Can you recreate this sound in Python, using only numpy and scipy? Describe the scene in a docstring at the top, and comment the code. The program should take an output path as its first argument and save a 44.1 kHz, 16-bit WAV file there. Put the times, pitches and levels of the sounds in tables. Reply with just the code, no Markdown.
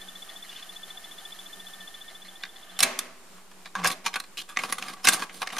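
"""Cassette deck: wind, stop, eject

A deck winds tape: the motor is a wavering sine, whir and hiss are coloured noise; one reel squeaks,
the other brushes once a turn. The stop key snaps the transport back and the chassis rings as decaying modes.
The door swings open with a sinking drone; fingers rattle and slide the plastic cassette out of its holder:
each knock and slide is rough noise under a force envelope, ringing the deck. A small, quiet room answers."""
import sys
import numpy as np
from scipy import signal
from scipy.fft import rfft, irfft
from scipy.io import wavfile
from scipy.ndimage import uniform_filter1d

SR = 44100
rng = np.random.default_rng(int(sys.argv[2]) if len(sys.argv) > 2 else 0)


def materialize(psi):
    """Save the field psi as 16-bit PCM at rate SR to the path in sys.argv[1].

    A 1-D psi becomes a single channel; in a 2-D psi each row is a channel.
    """
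    bounded = np.clip(np.atleast_2d(psi).T, -1, 1)
    quanta = np.round(bounded * 32767).astype(np.int16)
    wavfile.write(sys.argv[1], SR, quanta)


N = 246519
TIME = np.arange(N) / SR


def undb(db):
    """Decibels to gain."""
    return 10 ** (np.asarray(db) / 20)


def unit(x):
    """Scale to an rms of 1."""
    return x / np.sqrt(np.mean(x ** 2) + 1e-20)


def curves(table):
    """The columns of a timed table, one value per sample."""
    s, *columns = np.transpose(table)
    return [np.interp(TIME, s, column) for column in columns]


def add(out, start_s, x):
    """Mix x into out at start_s."""
    i = max(int(start_s * SR), 0)
    out[:, i:i + x.shape[1]] += x[:, :max(N - i, 0)]


def fade(t, t60_s):
    """Exponential decay: 60 dB in t60_s, full level before t = 0."""
    return np.exp(-np.log(1000) * np.maximum(t, 0) / t60_s)


def walk(rate_hz, size=N):
    """Smooth random drift with a spread of 1."""
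    hold = max(int(SR / rate_hz), 1)
    steps = np.repeat(rng.standard_normal(size // hold + 2), hold)
    return unit(uniform_filter1d(steps, hold))[:size]


def band(x, lo_hz, hi_hz):
    """Causal band-pass."""
    return signal.sosfilt(signal.butter(3, [lo_hz, hi_hz], "band", fs=SR, output="sos"), x)


def resonate(x, modes):
    """Parallel resonances: centre_hz, width_hz, level_db."""
    return sum(undb(db) * signal.lfilter(*signal.iirpeak(hz, hz / width_hz, SR), x)
               for hz, width_hz, db in modes)


# difference of the two microphone ports in diffuse sound: freq_hz, side_to_mid_db
WIDTH = [(30, -5), (80, -8), (180, -12), (350, -5), (1000, -8), (2200, -5), (4500, -1.5), (9000, -0.5),
         (15000, -3)]


def noise(spectrum, size=N):
    """Stereo noise of a given colour; the two sides differ most in the treble."""
    log_f = np.log(np.maximum(np.fft.rfftfreq(size, 1 / SR), 1))
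    colour_db, side_db = (np.interp(log_f, np.log(hz), db)
                          for hz, db in map(np.transpose, (spectrum, WIDTH)))
    mid, side = rfft(rng.standard_normal((2, size))) * undb(colour_db)
    side = side * undb(side_db)
    return unit(irfft([mid + side, mid - side], size))


# room tone colour: freq_hz, density_db (per Hz)
ROOM_TONE = [(26, -10.5), (45, -19.5), (120, -20.5), (153, -19), (186, 0), (215, -15), (377, -9),
             (448, -12.5), (558, -14), (805, -12.5), (1000, -12), (1850, -16.5), (6430, -23), (7450, -18.5),
             (14400, -30), (15500, -47)]


def room_tone(tone_db=-53, drift_db=0.97, hum_hz=188, hum_db=-66):
    """Steady hiss with a soft low drone and a faint hum."""
    tone = undb(tone_db + drift_db * walk(13)) * noise(ROOM_TONE)
    return tone + undb(hum_db) * np.sin(2 * np.pi * hum_hz * TIME)


def room(x, t60_s=0.25, wet_db=-17):
    """Weak, dull reflections of a small furnished room: convolution with decaying noise."""
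    t = np.arange(SR // 2) / SR
    colour = [(80, -13), (180, -10), (600, 12.5), (2000, 0.5), (6000, 0.5), (15000, -1.0)]
    tail = noise(colour, size=len(t)) * fade(t, t60_s) * (t > .005)
    tail = tail / np.sqrt(np.sum(tail ** 2) / 2)
    return undb(wet_db) * signal.fftconvolve(x, tail, axes=1)[:, :N]


# motor speeds up briefly, then settles: time_s, whine_hz (before drag and waver)
MOTOR = [(0, 1790), (.3, 1870), (.57, 1910), (.8, 1790), (2.8, 1800)]
CRUISE_HZ = 1800  # whine at cruising speed


def reel_turns(reel):
    """Turns made by a reel that the motor drives; its rate drifts as tape moves across."""
    start_turns, turns_per_s, gain_per_s = reel
    rate = curves(MOTOR)[0] / CRUISE_HZ * (turns_per_s + gain_per_s * TIME)
    return start_turns + np.cumsum(rate) / SR


# slow reel, also played by brush(): start_turns, turns_per_s (cruising), gain_turns_per_s2
SLOW_REEL = (-.05, 6.64, -.03)
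# whine level: time_s, level_db (before gain_db)
WHINE = [(0, -60), (.7, -63), (.95, -56), (1.35, -59), (1.8, -54), (2.5, -62.5), (2.75, -77)]


def motor(gain_db=-1, drag_hz=23, lead_turns=0.21, waver_hz=6, flutter_db=2.0):
    """A thin whine that sags and recovers with each turn of the slow reel."""
    drag = drag_hz * np.cos(2 * np.pi * (reel_turns(SLOW_REEL) + lead_turns))
    hz = curves(MOTOR)[0] + drag + waver_hz * walk(40.1)
    level_db = curves(WHINE)[0] + gain_db + flutter_db * walk(34.45)
    return undb(level_db) * np.sqrt(2) * np.sin(2 * np.pi * np.cumsum(hz) / SR)


def brush(db=-52, fall_db_per_s=0.69, before_turns=0.051, after_turns=0.12, grain_db=4):
    """The slow reel's tape pack scuffs the shell once a turn, less as the winding goes on."""
    angle = (reel_turns(SLOW_REEL) + .5) % 1 - .5
    grains = rng.standard_normal(N) * undb(grain_db * walk(900))
    rub = unit(band(resonate(grains, [(4120, 150, -0.5), (1960, 350, -3.0), (1250, 140, -10)]), 570, 11000))
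    touch = np.exp(-.5 * (angle / np.where(angle < 0, before_turns, after_turns)) ** 2)
    return undb(db - fall_db_per_s * TIME + 2 * walk(3.3)) * touch * rub


# fast reel: start_turns, turns_per_s (cruising), gain_turns_per_s2
FAST_REEL = (-.27, 14.14, .22)
# squeak peaks: time_s, peak_db (before gain_db)
SQUEAK = [(0, -39), (.8, -38.5), (1.9, -39.5), (2.2, -41), (2.5, -46), (2.8, -44.5)]


def squeak(hz=3482, flat_hz=200, onset_turns=0.048, release_turns=0.1, slide_turns=.14, gain_db=2):
    """A dry spot on the fast reel sings once a turn, sliding up to its pitch as it grips."""
    turns, (db,) = reel_turns(FAST_REEL), curves(SQUEAK)
    angle = (turns + .012 * walk(25) + .52) % 1 - .5
    grip = np.exp(-.5 * (angle / np.where(angle < 0, onset_turns, release_turns)) ** 2)
    pitch_hz = hz - flat_hz * np.clip(-angle / slide_turns, 0, 1) + 8 * walk(200)
    return undb(db + walk(150) + gain_db) * grip * np.sin(2 * np.pi * np.cumsum(pitch_hz) / SR)


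# running tape, before the gains of winding(): time_s, whir_db, hiss_db
TAPE = [(0, -51.5, -52.5), (1.74, -51.5, -51.5), (2.17, -54, -55), (2.53, -55.5, -58), (2.76, -49, -56.5)]
# whir colour: freq_hz, density_db (per Hz)
WHIR = [(150, -43), (250, -13.5), (517, -18), (680, 1), (885, -16), (1010, -21), (1210, 1), (1390, -9.5),
        (1650, -6), (1770, 3.5), (1970, -18.5), (2700, -12), (3100, -3.5), (4030, -33), (6820, -120)]
# hiss colour: freq_hz, density_db (per Hz)
HISS = [(1760, -47), (3000, -12), (3240, -31), (3470, -12), (3590, -2.5), (3840, -9.5), (7740, -9),
        (10800, -6.5), (14200, -15), (14900, -26), (15500, -55)]
# resonances of the running transport: centre_hz, width_hz, level_db
TRANSPORT = [(700, 35, -1), (779, 21, 6.5), (1250, 86, -8.5), (1542, 41, 0.5), (2170, 140, -5),
             (3230, 450, -1)]
STOP_S = 2.83


def winding(whir_db=-3.5, hiss_db=0, transport_db=-5, chatter_db=5, squeak_pan_db=3):
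    """Motor whine, tape whir and the two reels, all ended by the stop key."""
    whir_level_db, hiss_level_db = curves(TAPE)
    # gear and bearing chatter rings the transport
    grains = rng.standard_normal(N) * undb(chatter_db * walk(400))
    chatter = unit(band(resonate(grains, TRANSPORT), 460, 4900))
    whir = undb(whir_db) * noise(WHIR) + undb(transport_db) * chatter
    tape = undb(whir_level_db + walk(40.35)) * whir
    tape = tape + undb(hiss_level_db + hiss_db + walk(90)) * noise(HISS)
    reel = squeak() * undb(np.array([[1], [-1]]) * squeak_pan_db / 2)
    return (motor() + tape + brush() + reel) * fade(TIME - STOP_S, .1)


def door_drone(start_s=3.755, open_s=3.845, start_hz=200, end_hz=168, db=-37, t60_s=0.29):
    """The swinging door drones, sinking in pitch as it slows to its stop."""
    swell = np.clip((TIME - start_s) / (open_s - start_s) * 2, 0, 1) * fade(TIME - open_s, t60_s)
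    hz = np.interp(TIME, [start_s, open_s], [start_hz, end_hz]) * (1 + 0.01 * walk(40))
    return undb(db) * swell * np.sin(2 * np.pi * np.cumsum(hz) / SR)


# modes of the steel chassis and its springs: freq_hz, level_db, t60_s
CHASSIS = [(178.5, -6, 0.26), (246, -12.5, 1), (381, -13.5, 1), (660, -10, 0.26), (792, -5, 0.5),
           (1102, -12, 0.89), (1266, -16, 0.87), (1665, -14, 0.64), (2130, -4, 0.36), (2610, 1, 0.26),
           (3170, -14, .43), (6140, -21, 0.51)]
# spring buzz colour: freq_hz, density_db (per Hz)
SPRING_BUZZ = [(76, -52), (130, -18), (245, -5), (365, -14.5), (492, -8), (663, 0.5), (732, -11),
               (1230, -3.5), (1330, -8), (2180, -6), (3600, -14.5), (6510, -18.5), (12800, -32),
               (15000, -52)]
# blows that shake the whole deck: start_s, ring_db (before modes_db, buzz_db), thump_db
JOLTS = [(2.805, -32, -60), (2.827, -30, -40.5), (2.991, -43, -72), (3.858, -39.5, -39),
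         (5.074, -34.5, -42.5)]


def chassis(modes_db=-4.5, buzz_db=0.5, buzz_t60_s=0.64, thump_t60_s=0.097):
    """Hard blows leave the steel frame ringing and its springs buzzing, and thump the shelf."""
    out, t = np.zeros((2, N)), np.arange(SR) / SR
    for start_s, ring_db, thump_db in JOLTS:
        phases = rng.uniform(0, 2 * np.pi, len(CHASSIS))
        ring = sum(undb(db) * np.sin(2 * np.pi * hz * t + phase) * fade(t, t60_s)
                   for (hz, db, t60_s), phase in zip(CHASSIS, phases))
        buzz = noise(SPRING_BUZZ, size=SR) * fade(t, buzz_t60_s)
        frame = undb(modes_db) * ring + undb(buzz_db) * buzz
        # the ring takes a moment to spread through the frame
        add(out, start_s, undb(ring_db) * frame * (1 - fade(t, 0.027)))
        thump = noise([(15, -9), (40, 2), (110, 5), (200, -9), (600, -63)], size=SR)
        add(out, start_s, undb(thump_db) * thump * fade(t, thump_t60_s) * (1 - fade(t, 0.011)))
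    return out


def fingertip(start_s=4.372, lift_s=4.402, db=-37, t60_s=0.026):
    """A fingertip skids on the cassette's edge with a narrow rasp."""
    modes = [(2570, 120, -1), (2930, 130, 4), (3120, 130, -10), (4000, 190, -1)]
    rasp = unit(band(resonate(rng.standard_normal(N), modes), 2100, 4500))
    return undb(db) * rasp * (TIME > start_s) * fade(TIME - lift_s, t60_s)


# resonances of door, cassette shell and front panel: centre_hz, width_hz, level_db
PLASTIC = [(748, 43, -4), (1142, 95, -0.5), (1625, 120, -4.5), (2030, 270, -8), (2424, 53, -6.5),
           (3440, 1000, -14), (3590, 26, -8.5), (4040, 130, -11.5), (4350, 58, -11), (5000, 110, -15),
           (6100, 42, -13), (7000, 22, -32), (7280, 250, -15), (8070, 210, -8.5), (8510, 350, -13),
           (9030, 230, -14), (9300, 57, -23), (9700, 530, -16.5), (10900, 83, -11)]
# resonances of the wooden cabinet: centre_hz, width_hz, level_db
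CABINET = [(195.7, 16, 4), (244, 43, 3.5), (309, 122, 2), (446, 55, -5)]


def deck_body(direct_db):
    """Impulse response of the deck's front: the bare click plus plastic and cabinet resonances."""
    click = signal.unit_impulse(SR // 6)
    return undb(direct_db) * band(click, 357, 11300) + resonate(click, PLASTIC) + resonate(click, CABINET)


def spot(body, lo_hz=1500, hi_hz=13000, width_hz=110, boost_db=3, count=12):
    """Every spot that is struck brings out a few resonances of its own."""
    return body + resonate(body, [(hz, width_hz, boost_db) for hz in rng.uniform(lo_hz, hi_hz, count)])


# thud, knock, clack, edge and sizzle bands: low_hz, high_hz
BANDS = [(130, 600), (600, 1400), (1400, 3000), (3000, 7000), (7000, 15500)]
# stereo image of each band: side_to_mid_db, left_minus_right_db
SPREAD = [(-14.5, -0.5), (-20, -0.4), (-13, -0.5), (-8.5, -1.5), (-1.5, -3.5)]


def contact(force, body, colour_db, grain_db, ring_hz, ring_db, ring_width_hz):
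    """Rough contact under a force envelope rings the body and the touched part; energy 1."""
    grain = undb(grain_db * walk(2500, size=len(force)))
    rough = rng.standard_normal((2, len(force))) * grain * force
    sound = signal.fftconvolve(rough, body[None], axes=1)
    force = np.pad(force, (0, len(body) - 1))
    out = 0
    for (lo_hz, hi_hz), (side_db, pan_db), db in zip(BANDS, SPREAD, colour_db):
        mid, side = (unit(v) for v in band(sound, lo_hz, hi_hz))
        side = side * undb(side_db)
        out = out + undb(db) * unit(np.array([(mid + side) * undb(pan_db), mid - side]))
    # higher rings die sooner; ring_width_hz holds at 1 kHz
    width_hz = ring_width_hz * np.sqrt(ring_hz / 1000)
    ring = resonate(rng.standard_normal(len(force)) * force, [(ring_hz, width_hz, 0)])
    out = unit(out) + undb(ring_db) * unit(ring)
    return out / np.sqrt(np.sum(out ** 2))


# what can slide, by name; colours relative to the clack band:
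# thud_db, knock_db, edge_db, sizzle_db, ring_hz, ring_db, grip_s, release_t60_s
SURFACES = {"tape": (-14, -7, 1, -7, 2950, -1, .06, .25), "hinge": (-9, 3, -6, -15, 1083, -8, .005, .05),
            "skin": (-9, -5.5, 6.5, 3, 3200, -5, .001, .08),
            "shell": (-5, 1, 0, -3, 1169, -9.5, .003, .045),
            "rim": (-0.5, 0, 4.5, 5.5, 4160, -17, .006, .05)}
# slides: start_s, end_s, level_db, surface
SLIDES = [(.45, .61, -45, "tape"), (3.765, 3.841, -35, "hinge"), (3.88, 3.933, -34.5, "shell"),
          (4.041, 4.05, -40, "shell"), (4.371, 4.409, -33, "skin"), (4.59, 4.718, -36, "shell"),
          (4.74, 4.859, -40, "shell"), (4.86, 4.937, -37, "shell"), (4.96, 5.01, -48, "hinge"),
          (5.1, 5.172, -30, "shell"), (5.175, 5.245, -35, "shell"), (5.322, 5.417, -43, "rim"),
          (5.44, 5.496, -52, "hinge"), (5.52, 5.593, -37.5, "shell")]


def slides(catch_db=3.0, ring_width_hz=110):
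    """Sliding surfaces catch and slip unevenly, then ease off."""
    out, body = np.zeros((2, N)), deck_body(direct_db=-13)
    for start_s, end_s, db, surface in SLIDES:
        thud, knock, edge, sizzle, ring_hz, ring_db, grip_s, release_t60_s = SURFACES[surface]
        length_s = max(end_s - start_s, grip_s)
        t = np.arange(int((length_s + release_t60_s) * SR)) / SR
        catch = undb(catch_db * walk(159.6, size=len(t)))
        force = np.minimum(t / grip_s, 1) * fade(t - length_s, release_t60_s) * catch
        rub = contact(force, body, [thud, knock, 0, edge, sizzle], 3.3, ring_hz, ring_db, ring_width_hz)
        add(out, start_s, undb(db) * np.sqrt(length_s * SR) * rub)
    return out


# what can be struck, by name; colours relative to the clack band; a rebound_after_s past the force window is silent:
# thud_db, knock_db, edge_db, sizzle_db, ring_db, graze_db, rebound_after_s, rebound_db
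PARTS = {"lever": (-29.5, -5, 5.5, 5.5, -9, -43, 0.8, -13.5),
         "button": (-26, -11, -5, -24, -4, -35, .016, -10), "door": (-21, 3, -6, -14, -2.5, -27, .009, -4),
         "holder": (-21.5, -5.5, -3, -12.5, -7, -15.5, .016, -12),
         "shell": (-16, -2, -1.5, -3, -4, -21.5, 0.3, -12),
         "catch": (-13, -3.5, 5, 4.5, -7.5, -22, 0.8, -13)}
# knocks of stop key, transport, eject button, door and cassette, which drops back once and is lifted again:
# start_s, rise_s, t60_s (before shorten), level_db (over 10 ms, before gain_db), bright_db, ring_hz, part
KNOCKS = [ (2.435, 0.00055, .02, -28.5, -2.5, 3630, "button"),
          (2.79, 0.00034, 0.043, -22, -1, 3680, "lever"), (2.804, 0.00037, 0.023, -16.5, 1, 5320, "lever"),
          (2.824, 0.0085, 0.042, -9.5, 1, 2290, "lever"), (2.989, 0.0014, 0.025, -21.5, 2.5, 5810, "lever"),
          (3.38, 0.00083, 0.042, -49.5, 0, 1130, "door"), (3.514, .0009, 0.03, -49, -5, 970, "shell"),
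          (3.657, 0.00068, 0.056, -36.5, -3, 3880, "holder"), (3.752, .0006, 0.036, -23, -4, 1040, "door"),
          (3.786, 0.0047, 0.042, -34.5, -1, 1000, "door"), (3.837, .0005, .04, -28.5, 0, 2150, "holder"),
          (3.844, 0.00036, .05, -18, -3, 1150, "shell"), (3.852, 0.0043, 0.045, -16.5, -12, 1590, "shell"),
          (3.862, 0.00077, 0.056, -21.5, 6, 1125, "holder"),
          (3.872, 0.00073, 0.058, -18.5, 3, 1140, "catch"),
          (3.902, 0.0011, 0.031, -27.5, -3, 1124, "shell"), (3.914, 0.00045, .07, -28, -2, 3600, "catch"),
          (4.06, 0.0033, 0.063, -18.5, 3.5, 920, "holder"),
          (4.139, .0022, 0.042, -26.5, 1.5, 2180, "holder"),
          (4.155, 0.0044, 0.052, -22.5, -5, 1560, "shell"),
          (4.199, 0.0027, 0.016, -29.5, 3.5, 4100, "shell"),
          (4.238, 0.00077, 0.036, -43, -4, 4200, "shell"), (4.487, 0.0039, 0.2, -34.5, 1.5, 1200, "shell"),
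          (4.571, 0.00049, 0.013, -18.5, -8, 2200, "holder"),
          (4.588, 0.0018, 0.054, -26.5, -8, 2160, "shell"), (4.635, 0.00076, 0.045, -25, -6, 1150, "shell"),
          (4.724, 0.00024, .046, -20.5, -3, 10140, "shell"), (4.781, .003, 0.037, -30, -0.5, 1180, "shell"),
          (4.823, .002, 0.031, -29, -1, 2720, "holder"), (4.881, .0026, 0.045, -33.5, 5, 2140, "holder"),
          (5.041, 0.0067, 0.025, -23, 1.5, 5260, "shell"),
          (5.051, 0.0015, 0.03, -19.5, -0.5, 1550, "catch"),
          (5.07, 0.0013, 0.083, -9.5, 7.5, 2130, "holder"), (5.085, 0.0011, 0.039, -8, 2, 1570, "catch"),
          (5.122, .0003, 0.11, -22.5, -2, 1570, "catch"), (5.132, .0008, 0.095, -18.5, -0.5, 9840, "catch"),
          (5.22, 0.0018, 0.064, -24, -8.5, 1090, "shell"), (5.294, .001, 0.11, -38.5, -12, 2140, "holder"),
          (5.417, 0.0014, 0.044, -22.5, 6, 1127, "door"), (5.472, 0.00092, 0.022, -28, 0, 2140, "holder"),
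          (5.502, .0007, .05, -34.5, -8, 2340, "holder"), (5.525, 0.0034, 0.07, -32.5, -3, 757, "shell"),
          (5.566, .0009, 0.042, -29.5, -3, 1570, "shell"), (5.581, 0.0031, 0.029, -26.5, -1, 6020, "shell")]


def knocks(gain_db=1, shorten=0.95, graze_s=.009, rebound_t60_s=0.049, rattle_db=-17, rattle_t60_s=0.08,
           ring_width_hz=60):
    """Parts graze, meet and fade fast; button, door and holder rebound once; loose plastic rattles on."""
    out, body = np.zeros((2, N)), deck_body(direct_db=-10.5)
    t = np.arange(SR // 6) / SR - graze_s  # force window
    for start_s, rise_s, t60_s, db, bright_db, ring_hz, part in KNOCKS:
        thud, knock, edge, sizzle, ring_db, graze_db, rebound_s, rebound_db = PARTS[part]
        meet = np.clip((t + 1 / SR) / max(rise_s, 1 / SR), 0, 1)
        graze = 1. * (t < 0)
        hit = meet * fade(t - rise_s, shorten * t60_s)
        # all zero for lever, shell and catch
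        rebound = (t > rise_s + rebound_s) * fade(t - rise_s - rebound_s, rebound_t60_s)
        rattle = meet * fade(t, rattle_t60_s)
        stages = [(graze_db, graze), (0, hit), (rebound_db, rebound), (rattle_db, rattle)]
        force = np.sqrt(sum((undb(stage_db) * unit(shape)) ** 2 for stage_db, shape in stages))
        colour_db = [thud, knock, 0, edge + bright_db / 2, sizzle + bright_db]
        blow = contact(force, spot(body), colour_db, 2.03, ring_hz, ring_db, ring_width_hz)
        add(out, start_s - graze_s, undb(db + gain_db) * np.sqrt(SR / 100) * blow)
    return out


def scene():
    """The deck, its room and the background."""
    handling = knocks() + slides() + fingertip() + chassis() + door_drone()
    return handling + room(handling) + winding() + room_tone()


def record(dry, notch_hz=7930, notch_width_hz=350, top_hz=15600, offset=.0027):
    """Microphone with a narrow treble dip, rounded peaks, a cut top and a converter slightly off zero."""
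    x = signal.lfilter(*signal.iirnotch(notch_hz, notch_hz / notch_width_hz, SR), dry)
    low_pass = signal.ellip(8, .2, 70, top_hz, fs=SR, output="sos")
    return signal.sosfilt(low_pass, np.tanh(x)) + offset


dry = scene()
out = record(dry)
materialize(out)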